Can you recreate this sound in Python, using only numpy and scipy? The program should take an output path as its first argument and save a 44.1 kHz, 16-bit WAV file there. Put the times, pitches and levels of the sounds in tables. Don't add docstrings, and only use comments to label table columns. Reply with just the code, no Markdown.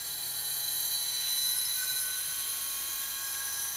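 import sys
import numpy as np
from scipy import signal
from scipy.fft import rfft, irfft
from scipy.io import wavfile
from scipy.ndimage import uniform_filter1d

SR = 44100
rng = np.random.default_rng(int(sys.argv[2]) if len(sys.argv) > 2 else 0)


def unload_wav(signal):
    wavfile.write(
        sys.argv[1],
        SR,
        np.round(np.clip(np.atleast_2d(signal).T, -1, 1) * 32767).astype(np.int16),
    )


N = 165816

SPIN_HZ, RUN_DOWN_HZ_PER_S = 138.62, 0.69
WHEEL_DEG_PER_S = 90


def from_db(db):
    return 10 ** (np.asarray(db) / 20)


def rms_one(x):
    return x / np.sqrt(np.mean(x ** 2) + 1e-20)


def drift(rate_hz):
    r = np.exp(-80 * np.pi * rate_hz / SR)
    white = rng.standard_normal(N // 40 + 1002)
    slow = signal.lfilter([1], [1, -2 * r, r * r], white)[1000:]
    return np.interp(np.arange(N) / 40, np.arange(len(slow)), rms_one(slow))


def resonate(x, f_hz, width_hz):
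    r = np.exp(-np.pi * width_hz / SR)
    return signal.lfilter([1, 0, -1], [1, -2 * r * np.cos(2 * np.pi * f_hz / SR), r * r], x)


def coloured(points):
    f_hz = np.maximum(np.fft.rfftfreq(N, 1 / SR), 1)
    at_hz, at_db = np.transpose(points)
    octaves_outside = np.maximum(np.log2(at_hz[0] / f_hz), np.log2(f_hz / at_hz[-1])).clip(0)
    shape_db = np.interp(np.log(f_hz), np.log(at_hz), at_db) - 18 * octaves_outside
    return rms_one(irfft(rfft(rng.standard_normal(N)) * from_db(shape_db), N))


def after(start_s, rise_s):
    return np.clip((np.arange(N) / SR - start_s) / rise_s, 0, 1)


def beam_db(swing_db, lobes, aim_deg):
    wheel_deg = WHEEL_DEG_PER_S * np.arange(N) / SR
    return swing_db * np.cos(lobes * np.radians(wheel_deg - aim_deg))


def flash_db(f_hz):
    flash_hz = [1512, 1630, 3985, 4450, 5222, 9230, 10240, 10725, 11480, 6040, 3160, 14480]
    # [t/s, level/dB, half length/s]
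    flashes = [
        [(1.83, 11, 0.031), (2.7, 0, 0.0096), (1.91, 1.5, 0.021), (2.4, 7.5, 0.024), (2.13, -2, 0.044),
         (2.23, -12, 0.015), (2.42, -6, 0.07), (1.7, -8, 0.055), (0.54, 8, .1)],
        [(3.06, 8, 0.017), (3.16, 5.5, .02), (3, 0.5, 0.074), (3.345, -4, 0.01), (3.21, -4, .02),
         (3.415, 5, 0.017), (3.447, -7, .012), (3.53, -4, 0.012), (3.48, 4, 0.013), (3.58, 6, 0.023)],
        [(.08, -4, 0.058), (.58, -2, 0.095), (.96, 6, 0.021), (1.73, 4.5, 0.046), (1.89, 4, 0.025),
         (2.06, -4.5, 0.035), (2.12, 7.5, 0.03)],
        [(.4, 7, 0.018), (.46, 4, .02), (.97, 6, .03), (1.16, 2, 0.048), (2.55, -2, .06), (3.37, 0, .1)],
        [(1.59, 3.4, 0.018), (1.655, 11, 0.023), (1.82, 2.6, 0.027), (2.02, 5.1, 0.044), (2.8, 5, .03),
         (3.28, 8, .04), (3.55, 5.7, .04)],
        [(1.4, 5, 0.08), (1.66, -5, 0.042), (1.95, 5.5, 0.11)],
        [(.3, -1.5, 0.15), (1.5, 5, .1), (2.02, 11, 0.093)],
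        [(.85, 5.5, 0.27), (1.22, -15, 0.091), (1.59, 10, 0.022), (1.9, -6, 0.083), (3.63, 7, .08)],
        [(1.6, 2.5, 0.27), (1.15, -16, 0.11)],
        [(1.38, 2.7, 0.031), (3.4, 2.3, .1)],
        [(2.44, 3.5, 0.13), (1.92, -9, 0.16)],
        [(.8, 3, .2), (2.0, -3, .3)],
    ]
    t = np.arange(N) / SR
    near = [rows for at_hz, rows in zip(flash_hz, flashes) if abs(f_hz / at_hz - 1) < 0.012]
    return sum(db * np.exp(-((t - s) / half_s) ** 2) for rows in near for s, db, half_s in rows)


def shaft(turns, load_db):
    # [multiple of spin, level/dB, swing/dB, lobes per turn, aim/deg]
    low_tones = [(1, -70.5, 7.5, 0.91, 48), (3, -74.5, 6.5, 0.66, -35), (5, -78, 13.5, 0.89, 49),
                 (6, -70, 9.5, 1.28, 57), (7, -66, 4.5, 1.87, -75), (8, -63, 9.5, 0.804, -167.2),
                 (9, -73, 6.5, 0.5, 330), (10, -63, 2, 0.93, -108.1), (11, -67, -3, 1.44, 52),
                 (12, -68, 4.5, 0.77, 302), (13, -65.5, 7.5, 1.15, 57), (14, -60, 3.5, 1.4, -119.2),
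                 (15, -67, 8, 1.7, -62), (16, -82.5, 20.5, 2.4, -44), (17, -70.5, 2.5, 1.35, -24),
                 (18, -76.5, 16, 0.96, -99.1), (20, -78, -15, 1.4, 89)]
    high_tones = [(22, -60, 4.3, 0.93, 91), (23, -56.5, 3.4, 2.27, 67), (24, -62.5, 6.1, 1.16, -35),
                  (25, -66, 4.7, 0.43, -49), (27, -62, 1.7, 0.27, -29), (29, -51.5, 2.1, 1.13, 77),
                  (30, -53.5, 2.3, 0.7, 120), (31, -62.5, 5.6, 0.7, 239), (32, -60.5, 14, 0.68, -42),
                  (38, -70, 1.7, 5.1, 51), (43, -61, 5.3, 1.7, 73), (44, -53, 3.6, 1.56, 120),
                  (45, -61, 9.6, 0.96, -182.1), (47, -58, 14, 0.46, -220.0), (52, -61.5, 3.4, 3.36, -1),
                  (54, -60.5, 5.4, 0.5, -62), (33, -65.5, 4.3, 0.8, 295)]
    # [level/dB, swing/dB, lobes per turn, aim/deg]
    cage_multiples = [29.55, 31.4]
    cage = [(-63.5, 7.5, 1.3, 134), (-66, -2, 1.2, 210)]
    # [width/Hz, lift as gain]
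    sharp_hz = [1509.5, 1635, 3993, 5222]
    sharp = [(4, 8.1), (6, 4.66), (14, 4.65), (14, 7.9)]
    load_share = 0.35
    rough, waver_hz = 0.17, 14

    rows = [(m, db, beam, 0) for m, db, *beam in low_tones]
    rows += [(11.76, -67.5, (4.8, 1, 93), 0)]
    rows += [(m, db, beam, load_share) for m, db, *beam in high_tones]
    rows += [(m, db, beam, load_share) for m, (db, *beam) in zip(cage_multiples, cage)]

    spin_hz = np.gradient(turns) * SR
    out = 0
    for multiple, db, beam, follows in rows:
        phase = 2 * np.pi * (multiple * turns + rng.random())
        tone = (1 + rough * drift(waver_hz)) * np.cos(phase)
        tone += rough * drift(waver_hz) * np.sin(phase)
        lift = 1
        for f_hz, (width_hz, gain) in zip(sharp_hz, sharp):
            if abs(multiple * SPIN_HZ / f_hz - 1) < 0.06:
                lift = lift + gain / (1 + (2 * (multiple * spin_hz - f_hz) / width_hz) ** 2)
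        level_db = db + beam_db(*beam) + follows * load_db + flash_db(multiple * spin_hz.mean())
        out = out + rms_one(tone) * lift * from_db(level_db)
    return out


def bearings(turns, load_db):
    # [f/Hz, density/dB per Hz]
    hiss = [(600, -9), (1500, -4.5), (3000, -5), (5000, -0.5), (6800, -8), (8200, -2.5), (10500, 5),
            (15000, -5)]
    frame_hz = [1620, 2445, 3165, 3978, 4045, 1512, 4450, 5220, 6030, 6500, 7135, 7475, 8575]
    rotor_hz = [9230, 9480, 10240, 10725, 11230, 11600, 12250, 13040, 13455, 14200, 14480, 15330, 9600,
                11480]
    # [width/Hz, level/dB, swing/dB, lobes per turn, aim/deg]
    mode_rows = [(25, -58, 11, 0.5, -231.0), (24.3, -62, 1.5, 1.25, -117.0), (61.5, -61, 4, 0.63, -267.0),
                 (30.5, -54.5, 9.5, 0.44, 83), (76.4, -50.5, 1.5, 0.58, 104), (25.2, -68, 8.5, 0.55, 206),
                 (29.8, -52, 3.5, 0.79, 112), (29, -63, 6, 2.28, -21), (240, -49.5, 5, 1.84, -51),
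                 (470, -49, 0.7, 2.5, 88), (60, -57.5, 3, 2.5, 19), (52.5, -54, 1.5, 0.78, 26),
                 (50, -55.5, 1, 1.9, -6),
                 (194, -50.5, 2, 1.31, -129.0), (220, -50.5, 2.4, 0.99, 72), (50, -54.5, 7.1, 0.23, 197.0),
             (113, -43.5, 4.55, 1.375, -85), (333, -45, 3.3, 0.68, 90), (219, -45.5, 3, 1.32, 113),
             (450, -51.5, 5.4, 1.85, -31), (80.4, -52, 6, 0.61, 99.0), (35, -51.5, 3.6, 1, -120.0),
             (170, -51.5, 4.9, 1.8, 31), (90, -49.5, 3, 1.8, 65), (60, -49.5, 3.6, 1.63, -72),
             (50, -57, 8.7, 0.8, 31), (60, -56.5, 3, 1.4, 142)]
    # [swing/dB, lobes per turn, aim/deg]
    fine_beams = [(4, 3.55, -9), (2, 3.47, -29), (5, 3.94, 2), (0.5, 5.02, -28), (1.3, 3.74, -21),
                  (5.5, 2.73, 37), (1.5, 5.17, 25), (3, 4.16, -21), (3, 2.98, -26), (2.5, 3.57, -28),
                  (4, 3.8, -16), (2.2, 3.57, -13), (1, 5.4, 1), (3, 5.73, -4), (3, 4.93, -35),
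                  (1, 5.82, -41), (1, 4.46, -14), (2, 2.45, 67), (2, 3, 53.0), (-2, 4.4, -38),
                  (2.5, 7.77, -16), (2, 2.25, -57), (1.5, 6.3, 17.0), (3.5, 3.7, -28), (0.5, 6.5, 12),
                  (-3.5, 2.5, 50), (3, 3.7, 65)]
    steady_hz = (1512, 1620, 4450, 5220)
    steadiness = 0.75
    hiss_db, hiss_load_share, mode_load_share = -43, 0.16, 0.51
    runout_depth, rattle_db, patchy_db = 0.11, 0.63, 1.03
    gripped_hz, grip_s, grip_db = 4450, 1.26, -5

    pulse = (1 + runout_depth * np.cos(2 * np.pi * turns)) * from_db(rattle_db * drift(42))
    out = from_db(hiss_db + hiss_load_share * load_db) * coloured(hiss) * pulse
    for f_hz, (width_hz, db, *beam), fine in zip(frame_hz + rotor_hz, mode_rows, fine_beams):
        mode = resonate(rng.standard_normal(N) * pulse, f_hz, width_hz)
        mode = resonate(mode, f_hz, (3 if f_hz < 12000 else 8) * width_hz)
        if f_hz in steady_hz:
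            power = uniform_filter1d(rms_one(mode) ** 2 + 0.01, size=220)
            mode = mode / power ** (steadiness / 2)
        level_db = db + beam_db(*beam) + beam_db(*fine) + patchy_db * drift(4.5) + flash_db(f_hz)
        if f_hz > 2800:
            level_db += mode_load_share * load_db
        if f_hz == gripped_hz:
            level_db += grip_db * after(grip_s, 0.03)
        out += rms_one(mode) * from_db(level_db)
    return out


def room():
    # [f/Hz, density/dB per Hz]
    air = [(15, -38), (25, -13), (102, -2.5), (163, -5.5), (217, -6), (335, -4), (600, -6), (900, -3.5),
           (1170, -3.5), (1980, -120)]
    # [f/Hz, level/dB, waver/dB]
    hum_rows = [(50, -69.5, 2.5), (99.5, -67.5, -0.5), (348, -76.5, 3.5)]
    air_db = -58.5
    t = np.arange(N) / SR
    hum = 0
    for f_hz, db, waver_db in hum_rows:
        sine = np.sqrt(2) * np.sin(2 * np.pi * (f_hz * t + rng.random()))
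        hum = hum + from_db(db + waver_db * drift(3)) * sine
    return from_db(air_db) * coloured(air) + hum


def knock(start_s, db, f_hz, t60_s):
    t = np.maximum(np.arange(N) / SR - start_s, 0)
    onset = np.minimum(t * f_hz / 2, 1)
    return from_db(db - 60 * t / t60_s) * onset * np.sin(2 * np.pi * f_hz * t)


def stand():
    # [t/s, level/dB]
    swivel = [
        (0.95, -72),
        (1.1, -51),
        (1.3, -46.5),
        (1.48, -58),
        (1.66, -50),
        (1.9, -53.5),
        (2.4, -50.5),
        (3.0, -52),
        (3.5, -54.5),
    ]
    # [f/Hz, density/dB per Hz]
    rub = [(1800, 1), (2500, -0.5), (3600, 3.5), (5300, -4.5)]
    # [t/s, level/dB]
    ticks = [
        (1.272, -50),
        (3.028, -50),
        (3.341, -46),
    ]
    tick_hz = (2050, 2300)
    # [t/s, level/dB, f/Hz]
    thud_rows = [
        (1.531, -62, 138),
        (1.909, -47.5, 136),
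        (2.269, -48.5, 150),
    ]
    tick_t60_s, thud_t60_s = 0.05, 0.19
    scrape_db, scrape_s = -4, 0.012

    t = np.arange(N) / SR
    effort = from_db(np.interp(t, *np.transpose(swivel)) + 1.5 * drift(8))
    for s, db in ticks:
        effort += from_db(db + scrape_db) * np.exp(-((t - s - scrape_s / 2) / scrape_s) ** 2)
    out = effort * coloured(rub)
    out += sum(knock(s, db, f_hz, tick_t60_s) for s, db in ticks for f_hz in tick_hz)
    out += sum(knock(s, db, f_hz, thud_t60_s) for s, db, f_hz in thud_rows)
    return out


def scene():
    # [t/s, level/dB]
    load_points = [(0.0, -42.5), (0.11, -39), (0.87, -35), (1.2, -37.5), (1.35, -33.5), (1.51, -30.5),
                   (1.54, -35), (1.58, -38.5), (1.61, -36), (1.96, -35.5), (1.97, -34), (2.11, -39),
                   (2.38, -34.5), (3.32, -35.5), (3.62, -34), (3.76, -39.5)]
    t = np.arange(N) / SR
    turns = SPIN_HZ * t - RUN_DOWN_HZ_PER_S * t ** 2 / 2
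    load_db = np.interp(t, *np.transpose(load_points))
    load_db = load_db - load_db.mean()
    mono = shaft(turns, load_db) + bearings(turns, load_db) + room() + stand()
    return np.array([mono, mono])


def top_cut(x):
    return signal.sosfilt(signal.butter(12, 16860, fs=SR, output="sos"), x)


def record(dry):
    cutoff_hz = 15720
    low_pass = signal.ellip(14, 0.5, 80, cutoff_hz, fs=SR, output="sos")
    mix = signal.sosfilt(low_pass, dry)
    return top_cut(mix)


dry = scene()
out = record(dry)
unload_wav(out)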